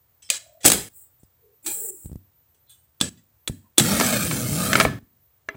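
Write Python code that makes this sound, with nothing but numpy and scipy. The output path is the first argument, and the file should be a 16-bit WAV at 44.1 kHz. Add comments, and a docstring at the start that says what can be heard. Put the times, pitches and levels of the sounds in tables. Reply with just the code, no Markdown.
"""The open plastic tray of a disc drive is pushed shut on a table, close to the microphone: the rack
spins the gears into a hum and the runners rub as filtered friction noise. Before that the tray clicks,
rattles, scrapes and creaks: impulsive chatter and noise excite its resonances. The mechanism clacks
home, soft thumps travel through the table, and one last small click rings the front panel.
Low room noise and a thin whine lie beneath."""
import sys
import numpy as np
from scipy import signal
from scipy.fft import rfft, irfft
from scipy.io import wavfile
from scipy.ndimage import uniform_filter1d

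SR = 44100
rng = np.random.default_rng(int(sys.argv[2]) if len(sys.argv) > 2 else 0)


def store_pcm(level_fs):
    """Save levels as 16-bit WAV."""
    pcm = np.round(np.clip(level_fs, -1, 1) * 32767).astype(np.int16)
    wavfile.write(sys.argv[1], SR, np.atleast_2d(pcm).T)


N = 245328
TIME = np.arange(N) / SR  # s
GRID = np.fft.rfftfreq(4096, 1 / SR)  # frequencies of every colour curve, Hz
PUSH_S, HOME_S = 3.79, 4.845  # the tray starts to move, and arrives
# low boom of the table and rumble of the moving tray: hz, level_db
RUMBLE_COLOUR = [(30, -26), (55, -9.5), (80, -2), (130, 1.5), (240, 2), (330, -6), (420, -19.5),
                 (700, -38.5)]


def amp(db):
    """Level in decibels to amplitude ratio."""
    return 10 ** (np.asarray(db) / 20)


def evened(x):
    """Normalization to an rms of 1."""
    return x / np.sqrt(np.mean(x ** 2) + 1e-20)


def shape(points):
    """Spectral envelope: points in dB joined on a log-frequency axis."""
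    hz, db = np.transpose(points)
    return np.interp(np.log(GRID + 1), np.log(hz), db)


def peaks(modes):
    """Resonance curves: each mode is a bump, or a hollow, in dB around its frequency."""
    return sum(db / (1 + (2 * (GRID - hz) / width) ** 2) for hz, width, db in modes)


def ripple(count=45):
    """Modal density: a contact point favours some close modes, a random curve of rms 1 over frequency."""
    waves = rng.standard_normal(2 * count) + 1j * rng.standard_normal(2 * count)
    return evened(irfft(np.r_[0, waves], len(GRID)))


def colour(x, db):
    """Minimum-phase filter of unit energy: resonances ring after the blow, never before."""
    log_gain = np.log(amp(np.r_[db, db[-2:0:-1]]))
    spectrum = np.exp(np.conj(signal.hilbert(log_gain)))
    response = np.fft.ifft(spectrum).real
    return signal.oaconvolve(x, response / np.linalg.norm(response))[:len(x)]


def wander(rate_hz):
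    """Low-passed noise: a smooth random motion of rms 1."""
    low_pass = 1 + (np.fft.rfftfreq(N, 1 / SR) / rate_hz) ** 4
    return evened(irfft(rfft(rng.standard_normal(N)) / low_pass, N))


def fuzzy_tone(hz, width_hz):
    """Quadrature modulation: two slow noises turn a carrier into a narrow noise band that follows hz."""
    turn = 2 * np.pi * np.cumsum(hz * np.ones(N)) / SR
    return evened(wander(width_hz / 2) * np.cos(turn) + wander(width_hz / 2) * np.sin(turn))


def friction(grain, flutter):
    """Dry friction: countless micro-slips of uneven size, coming in faint clumps."""
    return evened(rng.standard_normal(N) * (1 + grain * wander(900)) * (1 + flutter * wander(49)))


def drift(x, patch_db, size=(14, 4)):
    """Moving contact: different resonances come and go, as smoothed random gains over time and frequency."""
    z = signal.stft(x, nperseg=1024, noverlap=768)[2]
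    patches = uniform_filter1d(rng.standard_normal(z.shape), size[0], 1)  # along time
    patches = evened(uniform_filter1d(patches, size[1], 0))  # along frequency
    return evened(signal.istft(z * amp(patch_db * patches), nperseg=1024, noverlap=768)[1][:N])


def cavity(x, open_delay=0.0018, shut_delay=0.00095, echo=0.087,
           long_open_delay=0.0037, long_shut_delay=.0032, long_echo=0.13):
    """Comb filtering: two case reflections shorten as the tray goes in, so hollows drift (delays in s)."""
    travel = [PUSH_S, HOME_S]
    near = np.interp(TIME - np.interp(TIME, travel, [open_delay, shut_delay]), TIME, x)
    far = np.interp(TIME - np.interp(TIME, travel, [long_open_delay, long_shut_delay]), TIME, x)
    return evened(x - echo * near + long_echo * far)


def add(mix, s, sound):
    """Superposition: adds a sound to the mix from time s, in place."""
    part = mix[round(s * SR):][:len(sound)]
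    part += sound[:len(part)]


def next_drop(s):
    """Truncated decay: the time left until a sound begun at s falls away, and how far it falls."""
    # a lingering sound falls away abruptly: start_s, drop_db
    falls = [(0.382, -7), (0.887, -14), (1.906, -12.5), (3.092, -13), (3.491, -9.5), (4.989, -13.5)]
    return next(((at - s, db) for at, db in falls if at > s), (1, 0))


def background():
    """Stationary noise: a low room floor and a thin electronic whine of narrow noise bands."""
    # room noise: hz, level_db
    floor_colour = [(25, -20), (45, -11.5), (80, 2), (130, -3), (200, -18.5), (450, -17.5), (1000, -20),
                    (2500, -26.5), (5000, -29), (8500, -26.5), (13000, -32.5)]
    # thin electronic whine: hz, width_hz, level_db
    whine_bands = [(14100, 12, -69.5), (15150, 110, -67.5)]
    floor_db = -67.5
    whine = sum(amp(db) * fuzzy_tone(hz, width) for hz, width, db in whine_bands)
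    return amp(floor_db) * colour(rng.standard_normal(N), shape(floor_colour)) + whine


def creaks(width_hz=83, width_share=0.081):
    """Stick-slip: the plastic moans under the fingers on gliding resonances; high ones are scratchier."""
    # creaks: loudest_s, pitch_hz, glide_hz_per_s, level_db, length_s
    moans = [(0.261, 5260, 2, -54, .025), (0.314, 600, 1, -42, 0.012), (0.534, 643, -42, -58.5, 0.14),
             (1.485, 433, -85, -61.5, 0.063), (1.685, 325, 499, -36, 0.024), (1.695, 2395, -3, -45, 0.03),
             (1.7, 854, 596.5, -48, 0.034), (1.851, 432.6, -550, -46.5, 0.11),
             (2.721, 3450, -0.5, -59, .03), (2.707, 3980, 1.5, -63, 0.028), (3.667, 970, -900, -68, 0.029)]
    out = np.zeros(N)
    for s, hz, glide, db, length in moans:
        swell = np.exp(-((TIME - s) / length) ** 2)
        tone = fuzzy_tone(hz + glide * (TIME - s), width_hz + width_share * hz)
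        out += amp(db) * swell * tone
    return out


def scrapes(from_db=-31.5, sag_db_per_s=12.5, release_db_per_s=230):
    """Sliding friction: a light touch on the plastic gives a high hiss that swells, holds and fades."""
    # touches: start_s, rise_s, hold_s, level_db, top_treble_db
    touches = [(0.887, 0.074, 0.064, -40.5, 6), (1.181, 0.017, 0.0076, -60, 1),
               (1.627, 0.05, 0.38, -25.5, -0.5)]
    # colour of the scraped plastic: hz, level_db
    scraped_colour = [(500, -18.5), (2500, -35.5), (4500, -41.5), (6300, -31), (7300, -2), (8000, 2),
                      (9000, -4.5), (9800, -7.5), (11000, -7.5), (13300, -15.5), (14500, -3.5),
                      (15700, -2.5)]
    # hollows and a resonance in it: hz, width_hz, level_db
    scraped_modes = [(1170, 250, -9.5), (9790, 320, -7), (13200, 990, 4.5)]
    out, t = np.zeros(N), np.arange(SR) / SR
    slips = drift(friction(grain=.15, flutter=.07), 2.8)
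    top = 1 - 1 / (1 + (GRID / 12500) ** 12)
    for s, rise, hold, db, top_db in touches:
        drop_s, drop_db = next_drop(s)
        swell_db = from_db * np.maximum(1 - t / rise, 0)
        fade_db = sag_db_per_s * t + release_db_per_s * np.maximum(t - rise - hold, 0)
        touch = uniform_filter1d(amp(db + swell_db - fade_db + drop_db * (t > drop_s)), size=150)
        tone = shape(scraped_colour) + peaks(scraped_modes) + top_db * top
        add(out, s, touch * colour(slips[round(s * SR):][:SR], tone))
    return out


def thumps(table_hz=95, table_decay=0.05, table_share=0.1, boom_decay=0.048, snap_db=-31):
    """Impulse response of the table: a soft push with a faint snap, a damped swing back and a brief boom."""
    # thumps carried by the table: start_s, push_level_db, push_length_s, boom_db
    pushes = [(0.659, -17, 0.00099, -16.5), (1.233, -38.5, 0.0012, -42), (2.046, -32, 0.0029, -17.5),
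              (2.058, -21, 0.002, -31), (2.097, -33, .001, -33), (2.116, -24, 0.0017, -29.5),
              (2.129, -23, 0.0019, -33), (2.1568, -21.5, 0.0016, -34.5), (3.027, -26, 0.00064, -4.5),
              (3.497, -14, 0.0014, -21.5), (3.806, -10.5, 0.00083, -10), (4.856, -7.5, 0.0011, -21.5),
              (5.027, -41.5, 0.0025, -24.5), (5.551, -30.5, .001, -14)]
    out, t = np.zeros(N), np.arange(SR // 2) / SR
    for s, db, length, boom_db in pushes:
        u = t / length
        push = u ** 2 * np.exp(2 * (1 - u))
        snap = amp(snap_db) * rng.standard_normal(len(t)) * push
        swing = np.sin(2 * np.pi * table_hz * t) * np.exp(-t / table_decay)
        boom = colour(rng.standard_normal(len(t)), shape(RUMBLE_COLOUR)) * np.exp(-t / boom_decay)
        add(out, s, amp(db) * (push + snap - table_share * swing + amp(boom_db) * boom))
    return signal.lfilter(*signal.butter(1, 45, "high", fs=SR), out)


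def blow(s, decay, room_db, ring_db=-7, ring_decay=0.0079, room_t60=0.35, tail_ripple_db=2.0):
    """Impulsive noise: chatter, a short ring, and a grainy room tail cut down by any next drop."""
    # what the chassis keeps ringing with: hz, width_hz, level_db
    chassis_modes = [(1726, 98, 9.5), (3250, 140, 8.5), (4000, 110, 7.5), (4970, 70, 5.5), (7640, 150, 5.5)]
    t = np.arange(SR // 2) / SR
    hold, drop_db = next_drop(s)
    chatter = rng.choice([-1., 1.], len(t)) * np.exp(-t / decay)
    chatter *= 1 - np.exp(-(t + 1 / SR) * 9 / decay)  # long scuffs also start softly
    ring = rng.standard_normal(len(t)) * np.exp(-t / ring_decay)
    tail_tone = peaks(chassis_modes) + tail_ripple_db * ripple(count=90)
    room = colour(rng.standard_normal(len(t)), tail_tone)
    room *= np.exp(-np.log(1000) * t / room_t60) * (1 - np.exp(-t / 0.0038))
    room *= amp(drop_db * (t > hold))
    after = amp(ring_db) * ring / np.linalg.norm(ring) + amp(room_db) * room / np.linalg.norm(room)
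    return chatter + np.linalg.norm(chatter) * after  # levels relative to the chatter


def rail_ring(decay):
    """Modal ringing: damped sines of a guide rail, prolonged by the chatter that keeps exciting them."""
    # guide rail modes: pitch_hz, level_db, t60_s (before the chatter prolongs it)
    rail_modes = [(1290, -24.5, 0.025), (3510, -18.5, 0.013), (3469, -10, 0.026), (3930, -15, 0.021)]
    t = np.arange(SR // 2) / SR
    return sum(amp(db) * np.sin(2 * np.pi * hz * t) * np.exp(-t / (decay + t60 / np.log(1000)))
               for hz, db, t60 in rail_modes)


def knocks():
    """Selective modal excitation: the tray strikes its guides, one knock after a faint dull noise burst."""
    # knocks, and a faint dull burst of noise just before the one at 0.30 s:
    # start_s, level_db, chatter_decay_s, bass_db, treble_db, rail_ring_db, room_db
    bursts = [(0.222, -46, 0.0076, -26, -18.5, -6, 4), (0.29, -40.5, 0.0091, -0.5, -31.5, 0.5, -9),
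              (0.3017, -3, 0.0014, -22, -5, -12.5, -6), (0.336, -26, 0.0011, -15, -24, 0.5, 9),
              (0.606, -50, 0.049, -11.5, -11.5, -6, -1.5), (0.632, -34, 0.0047, 0, -5, -8, 9),
              (0.6447, -13, 0.0019, 12, -19, -18, 5), (.650, -7.5, 0.008, 10.5, 3, -21, 1),
              (.655, -8.5, 0.0036, 11.5, 4.5, -15, -5.5), (0.6593, 0.5, 0.0057, 3, 10, -22.5, -10.5),
              (0.6741, -8.5, 0.0061, 4, 0, -21.5, -13), (0.681, -4.5, 0.0038, 0, 7, -22.5, -12),
              (0.701, -3.5, 0.0015, 2.5, 2, -22, -8.5), (.718, -3.5, 0.0036, 6, 7.5, -19, -29.5),
              (.731, -12.5, .0055, 15, 6.5, -12, 2), (1.233, -44, 0.00071, 0, 4, -24, -20),
              (1.644, -42.5, 0.014, -12, -2.5, -17, -11), (1.662, -23, 0.014, -7.5, 4.5, -19.5, -0.5),
              (2.545, -60, 0.0087, -10, 0, -15, -3.5), (2.694, -48, 0.051, -35.5, 10, -5.5, -9.5),
              (3.003, -31.5, .0041, -7.5, -11.5, 6, -11), (3.012, -4.5, 0.0012, 6, -8.5, 1.5, -5.5),
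              (3.173, -59, .02, -8, -19, 3.5, -8), (3.476, -21.5, 0.0014, 2, -17, 11.5, -23.5),
              (3.479, -16, 0.0019, 4, 3, -4.5, -10.5), (3.776, -29, 0.0054, -3, -2.5, 7.5, -9.5),
              (3.781, -1.5, .0056, -3, 6.5, 0.5, -8.5), (3.797, -7, 0.0036, 9, -1, 3.5, -7)]
    # broad colour of the tray: hz, level_db
    tray_colour = [(40, -12), (130, -2.5), (320, 2), (900, -4.5), (1500, -4), (2600, 0), (4200, -1),
                   (5200, -2), (7000, -3.5), (9500, -6), (12000, -8.5), (15500, -8)]
    # its resonances and hollows: hz, width_hz, level_db
    tray_modes = [(1010, 150, -6.5), (2240, 67, 0.5), (3200, 690, -1), (4800, 220, -1), (6170, 58, 6.5),
                  (6800, 180, 5), (7700, 1200, 1), (8000, 1400, 7), (8550, 2300, 6), (10340, 370, 7),
                  (15300, 250, 5)]
    out = np.zeros(N)
    bass, treble = 1 / (1 + (GRID / 700) ** 2), 1 - 1 / (1 + (GRID / 10000) ** 6)
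    for s, db, decay, bass_db, treble_db, rail_db, room_db in bursts:
        tone = shape(tray_colour) + peaks(tray_modes) + bass_db * bass + treble_db * treble
        tone += np.interp(db, [-40, -25], [7, 2.5]) * ripple()  # faint ones stir only a few modes
        body = colour(blow(s, decay, room_db), tone)
        add(out, s, amp(db) * (body + amp(rail_db) * rail_ring(decay)))
    return out


def clacks():
    """Enclosed impact: gears and latch strike inside the case, which rings lower than the tray."""
    # clacks: start_s, level_db, chatter_decay_s, bass_db, treble_db, room_db
    strikes = [(3.9993, -7, 0.0023, 3, 16, -14), (4.009, -9.5, 0.0052, 5, 10, -17),
               (4.030, -26, 0.0051, 15, 6, 9.5), (4.311, -18, 0.0044, -4, 0, -10),
               (4.7308, -4.5, 0.0033, -8, 6, -13.5), (4.754, -5.5, 0.0042, -8, 2.5, -11.5),
               (4.777, -18.5, 0.016, 2.5, -1, -6.5), (4.7998, -2, .0035, 3.5, 10.5, -11.5),
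               (4.8089, -5.5, 0.0048, -4.5, 0.5, -13), (4.8505, -3, 0.0025, 11.5, -5, -14.5),
               (5.487, -22.5, 0.0028, 2.5, -10, -10), (5.544, -37, 0.0075, 19, -23, -8)]
    # broad colour of a clack: hz, level_db
    case_colour = [(40, -19), (150, 2), (550, 6.5), (950, 5), (1300, 8), (2200, -2), (2800, -7.5),
                   (4500, -9), (6500, -11.5), (8500, -13), (12000, -25.5), (15500, -30)]
    # its resonances and hollows: hz, width_hz, level_db
    case_modes = [(287, 39, 6.5), (408.6, 10, 9.5), (649.5, 52, 9), (993, 440, -1.5), (1310, 86, 6),
                  (1730, 57, 5.5), (2260, 350, 11), (3100, 1340, 7.5), (4130, 360, 2)]
    out = np.zeros(N)
    bass, treble = 1 / (1 + (GRID / 700) ** 2), 1 - 1 / (1 + (GRID / 4200) ** 6)
    for s, db, decay, bass_db, treble_db, room_db in strikes:
        tone = shape(case_colour) + peaks(case_modes) + bass_db * bass + treble_db * treble
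        tone += 2.2 * ripple()
        add(out, s, amp(db) * colour(blow(s, decay, room_db, ring_db=-18.5), tone))
    return out


def snaps():
    """Modal synthesis: the front panel's modes are struck under the thumb, and again as it rebounds."""
    # strikes of the panel: start_s, level_db
    strikes = [(5.4884, -19.5), (5.492, -33)]
    # panel modes: pitch_hz, level_db, t60_s
    panel_modes = [(298, -19, 0.074), (460, -18.5, 0.066), (712, -16.5, 0.0063), (1720, -8, 0.036),
                   (1767, 0.5, 0.02), (2035, -9, 0.076), (2710, -11.5, 0.026), (3940, -25.5, 0.049),
                   (6000, -17, 0.029)]
    out, t = np.zeros(N), np.arange(SR // 8) / SR
    ring = sum(amp(db - 60 * t / t60) * np.sin(2 * np.pi * hz * t) for hz, db, t60 in panel_modes)
    for s, db in strikes:
        add(out, s, amp(db) * ring)
    return out


def stroke(tooth_hz, db, speed_power, sag_db_per_s, coast_s, release_db_per_s, rise_s=0.01, usual_hz=200):
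    """Power law of speed: a gain that follows the tray, sags as it goes in, and dies once it is home."""
    hold, drop_db = next_drop(PUSH_S)
    t = np.maximum(TIME - PUSH_S, 0)
    fade_db = sag_db_per_s * t + release_db_per_s * np.maximum(TIME - HOME_S - coast_s, 0)
    level = amp(db - fade_db + drop_db * (t > hold))
    return np.minimum(t / rise_s, 1) * (tooth_hz / usual_hz) ** speed_power * level


def slide(jitter=0.02, shove_db=3.5, firm_shove_hz_per_s=400):
    """Gear meshing and friction: teeth hum at their passing rate and modulate the rub of the runners."""
    # the hand shoves twice; speed as the rate of gear teeth passing: time_s, tooth_hz
    speed = [(3.8, 115), (3.92, 206.4), (4.05, 253.4), (4.2, 197), (4.41, 117.6), (4.49, 130),
             (4.64, 195.8), (4.8, 184.2), (4.91, 128.6), (4.99, 116)]
    # colour of the rubbing runners: hz, level_db
    rub_colour = [(250, -31.5), (450, -6), (700, -2.5), (980, -8), (1300, -3), (1900, -2.5), (2700, -3.5),
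                  (4300, -6), (5500, -12.5), (7500, -25.5)]
    # its resonances and hollows: hz, width_hz, level_db
    rub_modes = [(413.5, 19, 5.5), (493, 41, 11), (610, 88, 7), (977, 96, -6), (2062, 200, -11.5),
                 (2840, 160, -6), (1229, 75, 8.5), (1500, 39, -4), (2155, 75, 9.5), (3160, 30, 6.5),
                 (3390, 57, -5), (4120, 260, 1.5), (4700, 79, -1)]
    # hollows that open as the tray fills the case: hz, width_hz, level_db
    shut_hollows = [(961, 92, -11), (2950, 1200, -6), (1930, 220, -3.5)]
    # colour of the high hiss: hz, level_db
    hiss_colour = [(2940, -33), (5000, -2.5), (5760, -2.5), (6660, -4.5), (7750, -4), (8380, -2),
                   (9980, -5), (10900, -13), (11900, -6.5), (13600, -14), (15200, -6.5), (16000, -9.5)]
    # its resonances: hz, width_hz, level_db
    hiss_modes = [(6550, 120, 1), (7620, 180, 7), (9470, 150, 3.5), (10500, 160, 3.5), (12610, 200, 2.5),
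                  (14400, 220, 8)]

    tooth_hz = np.interp(TIME, *np.transpose(speed))
    # the hum is louder while the hand speeds the gears up, softer as they slow
    acceleration = uniform_filter1d(np.gradient(tooth_hz) * SR, size=2000)
    effort_db = shove_db * np.tanh(acceleration / firm_shove_hz_per_s)
    turn = 2 * np.pi * np.cumsum(tooth_hz * (1 + jitter * wander(65))) / SR
    harmonics = np.cos(turn) + 0.18 * np.cos(2 * turn) + 0.2 * np.cos(3 * turn)
    hum = evened(harmonics * amp(2.1 * wander(22) + effort_db))

    rumble = colour(rng.standard_normal(N), shape(RUMBLE_COLOUR))
    tooth_pressure = 1 + .15 * np.cos(turn)
    slips = tooth_pressure * drift(friction(grain=.28, flutter=.14), 3.2)
    inside = np.interp(TIME, [PUSH_S, HOME_S], [0, 1]) ** .5
    rub_tone, hollows = shape(rub_colour) + peaks(rub_modes), peaks(shut_hollows)
    open_rub = colour(slips, rub_tone - hollows / 2)
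    shut_rub = colour(slips, rub_tone + hollows)
    rub = cavity((1 - inside) * open_rub + inside * shut_rub)
    hiss = cavity(colour(slips, shape(hiss_colour) + peaks(hiss_modes)), echo=.12)
    return (hum * stroke(tooth_hz, db=-30.5, speed_power=.4, sag_db_per_s=0.5,
                         coast_s=0.088, release_db_per_s=201.5)
            + rumble * stroke(tooth_hz, db=-28, speed_power=.15, sag_db_per_s=2.0,
                              coast_s=0.057, release_db_per_s=125.5)
            + rub * stroke(tooth_hz, db=-27.0, speed_power=1.6, sag_db_per_s=2.5,
                           coast_s=0, release_db_per_s=201)
            + hiss * stroke(tooth_hz, db=-25, speed_power=0.82, sag_db_per_s=3.0,
                            coast_s=-0.0024, release_db_per_s=501.5))


def scene():
    """Superposition of all sources, the same in both channels."""
    mono = background() + creaks() + scrapes() + thumps() + knocks() + clacks() + snaps() + slide()
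    return np.array([mono, mono])


def record(dry, mic_low_hz=41.7, edge_hz=16000):
    """Transducer limits: the microphone loses the deepest bass, clips at full scale, then is low-passed."""
    without_bass = signal.lfilter(*signal.butter(2, mic_low_hz, "high", fs=SR), dry)
    clipped = np.clip(without_bass, -1, 1)
    low_pass = signal.firwin(511, edge_hz, window=("kaiser", 9), fs=SR)
    return signal.oaconvolve(clipped, low_pass[None], "same")


dry = scene()
out = record(dry)
store_pcm(out)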